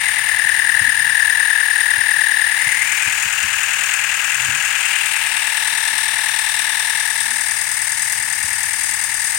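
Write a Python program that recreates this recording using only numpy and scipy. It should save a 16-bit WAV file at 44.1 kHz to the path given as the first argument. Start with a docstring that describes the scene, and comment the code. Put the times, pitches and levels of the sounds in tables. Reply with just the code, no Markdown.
"""A cordless water flosser buzzes in a tiled bathroom, turned about in one hand close to the listener.
Its gears whine and rasp in about 39 surges a second, one for each turn of the small gear. The piston
pumps once every two surges, and a slower wheel comes round every four, so part of the rasp repeats.
Tank, case and nozzle each colour the buzz as they pass the microphone, and a cupped palm lowers the
case's hollow ring. The hand bumps the camera, and a few sharp ticks sound over a low rumble."""
import sys
import numpy as np
from scipy import signal
from scipy.fft import rfft, irfft
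from scipy.io import wavfile
from scipy.ndimage import uniform_filter1d

SR = 44100
rng = np.random.default_rng(int(sys.argv[2]) if len(sys.argv) > 2 else 0)


def dump(signal):
    """Clip the signal to [-1, 1] and save it as 16-bit WAV at the path in sys.argv[1]."""
    limited = np.clip(np.atleast_2d(signal).T, -1, 1)
    pcm = np.round(limited * 32767).astype(np.int16)
    wavfile.write(sys.argv[1], SR, pcm)


N = 413658
T = np.arange(N) / SR

# How fast the motor runs. Each row: time in seconds, surges a second.
MOTOR_SPEED = [(0.0, 39.14), (0.6, 39.788), (1.5, 39.368), (2.4, 39.452), (4.4, 39.247), (5.3, 39.035),
               (6.4, 39.287), (7.5, 39.047), (8.3, 39.423), (9.38, 38.989)]
# The broad rasp under the ringing parts. Each row: frequency in Hz, level in dB.
RASP_SPECTRUM = [(380, -87.5), (550, -78.5), (720, -68), (900, -65), (1080, -65.5), (1300, -64.5),
                 (2700, -60), (3100, -66.5), (4400, -70.8), (5500, -69), (7500, -73.5), (10300, -75),
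                 (11300, -72), (13000, -86), (15700, -78)]
# The tones of the gear hum. Each row: multiple of the surge rate, relative level in dB.
GEAR_HUM_TONES = [(13, -17.5), (17.5, -17.5), (18.5, -5.5), (22, 5), (23, 4), (24, 4), (26.5, 0)]
# The height on the flosser that faces the microphone (tank 4, switch 15, nozzle tip 27).
# Each row: time in seconds, height above the base in cm.
FACING_HEIGHT = [(0, 13), (2.45, 14.25), (2.9, 8), (3.3, 5.3), (4.6, 5), (5.2, 12), (5.8, 17), (6.7, 17.5),
                 (7.6, 25), (9.38, 26)]
# The palm cups the case, then lets go. Each row: time in seconds, cupping from 0 (open) to 1 (sealed).
PALM_CUPPING = [(0, .66), (.2, .74), (.4, .97), (1.4, 1), (2.45, .94), (2.75, .74), (3, .28), (3.4, 0.01)]
# Where each sound leaves the flosser. Each row: level in dB when facing the microphone, height in cm,
# beaming (higher fades faster with distance), dB added by a sealed palm.
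SOUND_SPOTS = { "case": (1.59, 11.5, 0.6762, -1.5), "whine": (-21, 19, 2.5, 11), "hum": (-33, 17, 1.5, -3),
               "knock": (-11, 5, 4.5, 10.5), "squeak": (-26.5, 27, 1.5, 11), }
# The plastic parts that ring. Each row: pitch in Hz, width in Hz, share by which full cupping changes
# the pitch, the same for the width, then the four columns of a sound spot.
RINGING_PARTS = { "tank wall": (1694, 353, 0.08, -0.38, -48, 3, 1.4, 0.5),
                 "shell": (1930, 325, -.02, .5, -48.5, 26, 0.77, -9),
                 "hollow": (2567, 440, -.3, -.62, -48.5, 8, 2.5, 10.5),
                 "lid": (2730, 266, 0.02, 0.2, -54, 11, 1, -1),
                 "edge": (3655, 480, 0, -0.27, -54.5, 18.5, 3, 0),
                 "nozzle stem": (4920, 300, 0, 0.5, -57.5, 26.5, 1.9, -3),
                 "collar": (5700, 477, 1, -4, -58, 19.5, 3.5, -15),
                 "nozzle bend": (6353, 590, .03, 0.5, -55, 27.5, 3.5, 6),
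                 "tank": (7000, 950, 0, .4, -55.4, 4.7, 3, -0.7),
                 "nozzle tip": (8696, 890, 0.06, -0.52, -47, 28.5, 1, 5),
                 "nozzle base": (9900, 520, 0, 0, -56, 21.5, 5.5, -12), }
# How the direct sound is dulled on the shaded right side. Each row: frequency in Hz, gain in dB.
RIGHT_SHADE = [(800, -9), (1400, -16), (4000, -30), (5200, -31.5), (7500, -66), (9300, -61), (11500, -57),
               (15000, -34)]
# The rasp that bounces off the tiles to the right side. Each row: frequency in Hz, level in dB.
BOUNCED_SPECTRUM = [(380, -82.5), (600, -82.5), (880, -64), (1200, -82.5), (1750, -65.5), (2400, -66),
                    (3600, -70.5), (5000, -68.5), (6500, -76.5), (8000, -85.5), (10000, -86),
                    (12000, -79.5), (15500, -69.5)]
# Soft bumps of the hand. Each row: time in seconds, level in dB, pitch in Hz.
HAND_BUMPS = [(.815, -23, 118), (.879, -25.5, 80), (1.978, -31, 109), (2.668, -26, 128), (3.07, -26, 111),
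              (3.255, -30, 100), (3.442, -28.5, 85), (4.489, -25, 105), (8.441, -31, 79)]
# Sharp ticks. Each row: start in seconds, level in dB before the tick is brightened.
SHARP_TICKS = [(2.9677, -19), (5.5633, -22), (5.8641, -25), (8.1214, -18), (9.2414, -26)]
# Faint hums that swell and fade. Each row: start in seconds, length in seconds, pitch in Hz, level in dB.
LOW_HUMS = [(.85, 0.39, 138, -48), (4.3, 0.35, 130, -39), (4.465, 0.14, 276, -49), (5.832, .2, 291, -53),
            (7.182, 0.29, 240, -50.5)]
# The low background noise. Each row: frequency in Hz, level in dB.
RUMBLE_SPECTRUM = [(15, -84), (40, -74.5), (80, -70), (125, -74), (180, -78.5), (260, -80), (380, -93),
                   (700, -105), (2000, -140)]
# How that noise rises and falls. Each row: time in seconds, gain in dB.
RUMBLE_LEVEL = [(0, 0), (1, 1.5), (1.5, -5), (3.3, 0), (5.5, -3.5), (7.2, -3), (8.5, 2), (9.38, -1)]

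# How far the whine falls behind: in each surge, extra on the push stroke, in each pump cycle.
SAG_RAD, SAG_PUSH_RAD, LAG_RAD = 2.4, 0.57, 1
# Its swells: half their length, share added on the push stroke, level between swells.
SWELL_SURGES, SWELL_PUSH, SWELL_REST = 0.24, .1, 0.087
DISTANCE_CM = 7.95  # from the microphone to the flosser's centre line
SEAL_POWER = 2.2  # the palm changes the loudness most once it nearly seals
BUMP_DECAY_S = .016
NUDGE_DB, NUDGE_HZ, NUDGES_UNTIL_S = -38, 105, 4.6  # lighter bumps while the grip settles
CUTOFF_HZ = 15950


def case_buzz(turns):
    """Gear rasp rings the case; the treble drops out each time the piston turns round.
    Returns the buzz and a plain rasp to bounce off the tiles."""
    low = rasp(turns, repeat=0.71, grit_db=4) * surge(turns, peak=1.08, depth_db=2.5, limp_db=0)
    hollow = rasp(turns, repeat=0.57, grit_db=3) * surge(turns, peak=1.825, depth_db=2.5, limp_db=.5)
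    valve = np.exp(-abs((turns - .9) % 2 - 1) / 0.037)  # shuts once a pump cycle
    chug = stroke(turns, start=0.67, attack=0.17, decay=0.24, rest=1) + 0.83 * valve
    chug *= surge(turns, peak=1.74, depth_db=-0.8, limp_db=0.55)
    broad = rasp(turns, repeat=0.75, grit_db=4) * chug
    piston_gate = stroke(turns, start=.55, attack=.52, decay=.62, rest=.068)
    flutter = amp(0.53 * wobble(N, 2500))
    high = rasp(turns, repeat=0.71, grit_db=3.5) * piston_gate * flutter
    high *= surge(turns, peak=1.94, depth_db=-1.85, limp_db=1.07)
    treble = ringing("edge", "collar", "tank", "nozzle stem", "nozzle bend", "nozzle tip", "nozzle base")
    buzz = colour(dense(low), ringing("tank wall", "shell"))
    buzz += colour(dense(hollow), ringing("hollow", "lid"))
    buzz += colour(dense(broad), spectrum(RASP_SPECTRUM))
    buzz += colour(dense(high), treble)
    scattered = rasp(turns, repeat=.2, grit_db=4) * chug * flutter
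    return buzz * spot_gain(SOUND_SPOTS["case"], T), dense(scattered)


def rasp(turns, repeat, grit_db):
    """Worn teeth strike and scrape; repeat is the share that comes round again, the rest is chance."""
    worn = unit(surface(turns, count=4, size=1120)
                + 0.5 * surface(turns, count=2, size=1120)
                + 0.43 * surface(turns, count=1, size=1120))
    scrape = np.sqrt(repeat) * worn + np.sqrt(1 - repeat) * rng.standard_normal(N)
    tooth = (22 * turns).astype(int)  # the small gear has 22 teeth
    flaw = rng.uniform(-1.26, 1, size=88)  # each tooth of the wheel strikes with its own force
    flaw -= .6 * uniform_filter1d(flaw, size=33, mode="wrap")  # nearby teeth partly even out
    force = amp(grit_db * flaw * np.sqrt(2))
    strikes = np.diff(tooth, prepend=tooth[0]) * force[tooth % len(force)]
    fading_strikes = signal.lfilter([1], [1, -np.exp(-1 / (0.0021 * SR))], strikes)
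    return scrape * fading_strikes


def gear_whine(turns):
    """The teeth sing in long and short swells by turns, sagging in pitch; a steadier hum lies below."""
    mesh = 2 * np.pi * 44 * turns  # two waves for each tooth
    push = np.cos(np.pi * turns)  # 1 on the push stroke, -1 on the return
    sag = (SAG_RAD + SAG_PUSH_RAD * push) * np.cos(2 * np.pi * (turns - .07))
    sag += LAG_RAD * np.cos(np.pi * (turns - .35))
    from_middle = (turns + .47) % 1 - .5
    swell = SWELL_REST + np.exp(-abs(from_middle / (SWELL_SURGES * (1 + SWELL_PUSH * push))) ** 3)
    wear = surface(turns, count=4, size=4)
    uneven = amp(0.65 * wobble(N, 900))
    whine = swell * uneven * np.sin(mesh + sag + .3 * wear)
    hum = sum(amp(db) * np.cos(2 * np.pi * multiple * turns + .02 * multiple ** 2)
              for multiple, db in GEAR_HUM_TONES)
    hum *= surge(turns, peak=1.98, depth_db=2, limp_db=1.5)
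    return spot_gain(SOUND_SPOTS["whine"], T) * unit(whine) + spot_gain(SOUND_SPOTS["hum"], T) * unit(hum)


def piston(turns):
    """Each pump cycle gives a short falling knock, then a softer, lower rebound;
    the wheel squeaks each time it comes round."""
    knock = chirp(turns, count=2, at=2.1, width=0.078, hz=1.04 * tuning("hollow", T)[0], fall=0.0498)
    rebound = chirp(turns, count=2, at=0.32, width=0.16, hz=1650, fall=0.012)
    squeak = chirp(turns, count=4, at=0.39, width=0.19, hz=5080, fall=.004)
    knocks = knock + amp(-3.5) * rebound
    return spot_gain(SOUND_SPOTS["knock"], T) * knocks + spot_gain(SOUND_SPOTS["squeak"], T) * squeak


def surface(turns, count, size):
    """A gear's roughness: size random points a surge, coming round again after count surges."""
    steps = 2 ** 15
    profile = unit(irfft(rfft(rng.standard_normal(count * size)), count * steps))
    return profile[(turns * steps).astype(int) % len(profile)]


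def surge(turns, peak, depth_db, limp_db):
    """Loudness swings with each surge; limp_db makes the push and return strokes differ."""
    angle = 2 * np.pi * (turns - peak)
    return amp(depth_db * np.cos(angle) + limp_db * np.cos(angle / 2))


def stroke(turns, start, attack, decay, rest):
    """Loudness rises from a resting level and falls back in each surge; times are in surges."""
    age = (turns - start) % 1
    return rest + (1 - np.exp(-age / attack)) * np.exp(-age / decay) * (1 - age ** 4) ** 2


def chirp(turns, count, at, width, hz, fall):
    """A short falling tone every count surges; at and width are in surges, fall is a share of the pitch."""
    age = (turns - at + count / 2) % count - count / 2
    glide = 1 - fall * np.tanh(age / width)
    return np.exp(-(age / width) ** 2) * np.sin(2 * np.pi * np.cumsum(hz * glide) / SR)


def ringing(*parts):
    """A filter shape for plastic parts that each ring near their own pitch."""
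    def gain(f, t):
        power = 0
        for part in parts:
            hz, width = tuning(part, t)
            detune = (f ** 2 - hz ** 2) / (2 * (f + 1) * width)
            power = power + (spot_gain(RINGING_PARTS[part][4:], t) / (1 + detune ** 2)) ** 2
        return np.sqrt(power)
    return gain


def tuning(part, t):
    """The pitch and width of a part's ring, shifted by the cupped palm."""
    hz, width, bend, widen = RINGING_PARTS[part][:4]
    cup = curve(PALM_CUPPING, t)
    return hz * (1 + bend * cup), width * np.maximum(1 + widen * cup, .1)


def spot_gain(spot, t):
    """A spot fades as it moves away from the microphone, and the palm boosts or muffles it."""
    db, height_cm, beaming, palm_db = spot
    distance = np.hypot(1, (curve(FACING_HEIGHT, t) - height_cm) / DISTANCE_CM)
    seal = curve(PALM_CUPPING, t) ** SEAL_POWER
    return amp(db + palm_db * seal) / distance ** beaming


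def tile_echo(x, fade_s):
    """Hard walls throw back a blur of echoes that falls by 60 dB in fade_s seconds."""
    t = T[:SR // 2]
    tail = rng.standard_normal(len(t)) * amp(-60 * t / fade_s) * (t > .004)
    return signal.fftconvolve(x, tail / np.linalg.norm(tail))[:N]


def hand_bumps():
    """The hand bumps and nudges the camera: each touch is a dull thud with a little rustle."""
    out, t = np.zeros(N), T[:SR // 4]
    dull = signal.butter(4, [50, 250], "band", fs=SR, output="sos")
    envelope = (t / BUMP_DECAY_S) * np.exp(1 - 2 * t / BUMP_DECAY_S)
    nudges = [(when * NUDGES_UNTIL_S, NUDGE_DB - 4 * size, NUDGE_HZ) for when, size in rng.random((6, 2))]
    for s, db, hz in HAND_BUMPS + nudges:
        rustle = unit(signal.sosfilt(dull, rng.standard_normal(len(t))))
        thud = np.sin(2 * np.pi * hz * t) + 0.57 * rustle
        add(out, s - .004, amp(db) * thud * envelope)
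    return out


def ticks():
    """Bright clicks that die in a few milliseconds, among a sparse patter of tiny ones."""
    out, t = np.zeros(N), T[:1500]
    patter = [(when * T[-1], -35 + 3 * min(-np.log(size), 3)) for when, size in rng.random((70, 2))]
    for s, db in SHARP_TICKS + patter:
        add(out, s, amp(db) * rng.standard_normal(len(t)) * np.exp(-t / .0018))
    return colour(out, spectrum([(1500, -18), (6000, -8), (14000, 5)]))


def low_hums():
    """A faint steady hum and a few brief, wavering swells."""
    out = amp(-55.5) * np.sin(2 * np.pi * 122.7 * T)
    for s, length, hz, db in LOW_HUMS:
        count = int(length * SR)
        waver = 1 + 0.047 * wobble(count, 900)
        tone = np.sqrt(2) * np.sin(2 * np.pi * hz * np.cumsum(waver) / SR)
        add(out, s, amp(db) * np.hanning(count) * tone)
    return out


def rumble():
    """Low background noise that rises when the hand is restless."""
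    noise = colour(dense(rng.standard_normal(N)), spectrum(RUMBLE_SPECTRUM), size=4096)
    return noise * amp(curve(RUMBLE_LEVEL, T))


def amp(db):
    """Turns decibels into a gain."""
    return 10 ** (np.asarray(db) / 20)


def unit(x):
    """Scales a signal to an average (rms) level of 1."""
    return x / np.sqrt(np.mean(x ** 2) + 1e-20)


def dense(x):
    """Scales white noise to 0 dB per Hz."""
    return unit(x) * np.sqrt(SR / 2)


def wobble(count, span):
    """A slow random drift: count samples of noise, smoothed over span samples."""
    return unit(uniform_filter1d(rng.standard_normal(count), span))


def curve(rows, t):
    """Joins (time, value) rows with straight lines and reads them at the times t."""
    return np.interp(t, *np.transpose(rows))


def spectrum(points):
    """A fixed filter shape drawn through (Hz, dB) points."""
    hz, db = np.transpose(points)
    return lambda f, t: amp(np.interp(np.log(f + 1), np.log(hz), db))


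def colour(x, gain, size=1024):
    """Filters x by a shape, gain(frequency, time)."""
    frames = dict(nperseg=size, noverlap=size * 3 // 4)
    f, t, bands = signal.stft(x, SR, **frames)
    return signal.istft(bands * gain(f[:, None], t), SR, **frames)[1][:N]


def add(mix, s, sound):
    """Lays a sound into the mix at s seconds."""
    part = mix[max(round(s * SR), 0):][:len(sound)]
    part += sound[:len(part)]


def scene():
    """The flosser faces the left microphone; the right one hears it shaded and from the tiles."""
    turns = .4 + np.cumsum(curve(MOTOR_SPEED, T)) / SR  # turns of the small gear so far, one a surge
    turns += 0.0032 * unit(uniform_filter1d(wobble(N, 4000), 4000))
    buzz, scattered = case_buzz(turns)
    direct = buzz + gear_whine(turns) + piston(turns)
    left = direct + amp(-19) * tile_echo(direct, fade_s=.35)
    right = colour(direct, spectrum(RIGHT_SHADE)) + amp(-34) * tile_echo(direct, fade_s=0.41)
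    right += colour(tile_echo(scattered, fade_s=0.14), spectrum(BOUNCED_SPECTRUM))
    low = rumble() + hand_bumps() + low_hums()
    clicks = ticks()
    left += amp(-0.5) * low + amp(-3.5) * rumble() + clicks
    right += amp(-7) * low + amp(-3.5) * rumble() + amp(-1) * clicks
    return np.array([left, right])


def record(dry):
    """Cuts away the very highest treble."""
    lowpass = signal.firwin(511, CUTOFF_HZ, window=("kaiser", 9), fs=SR)
    return signal.oaconvolve(dry, lowpass[None], "same")


dry = scene()
out = record(dry)
dump(out)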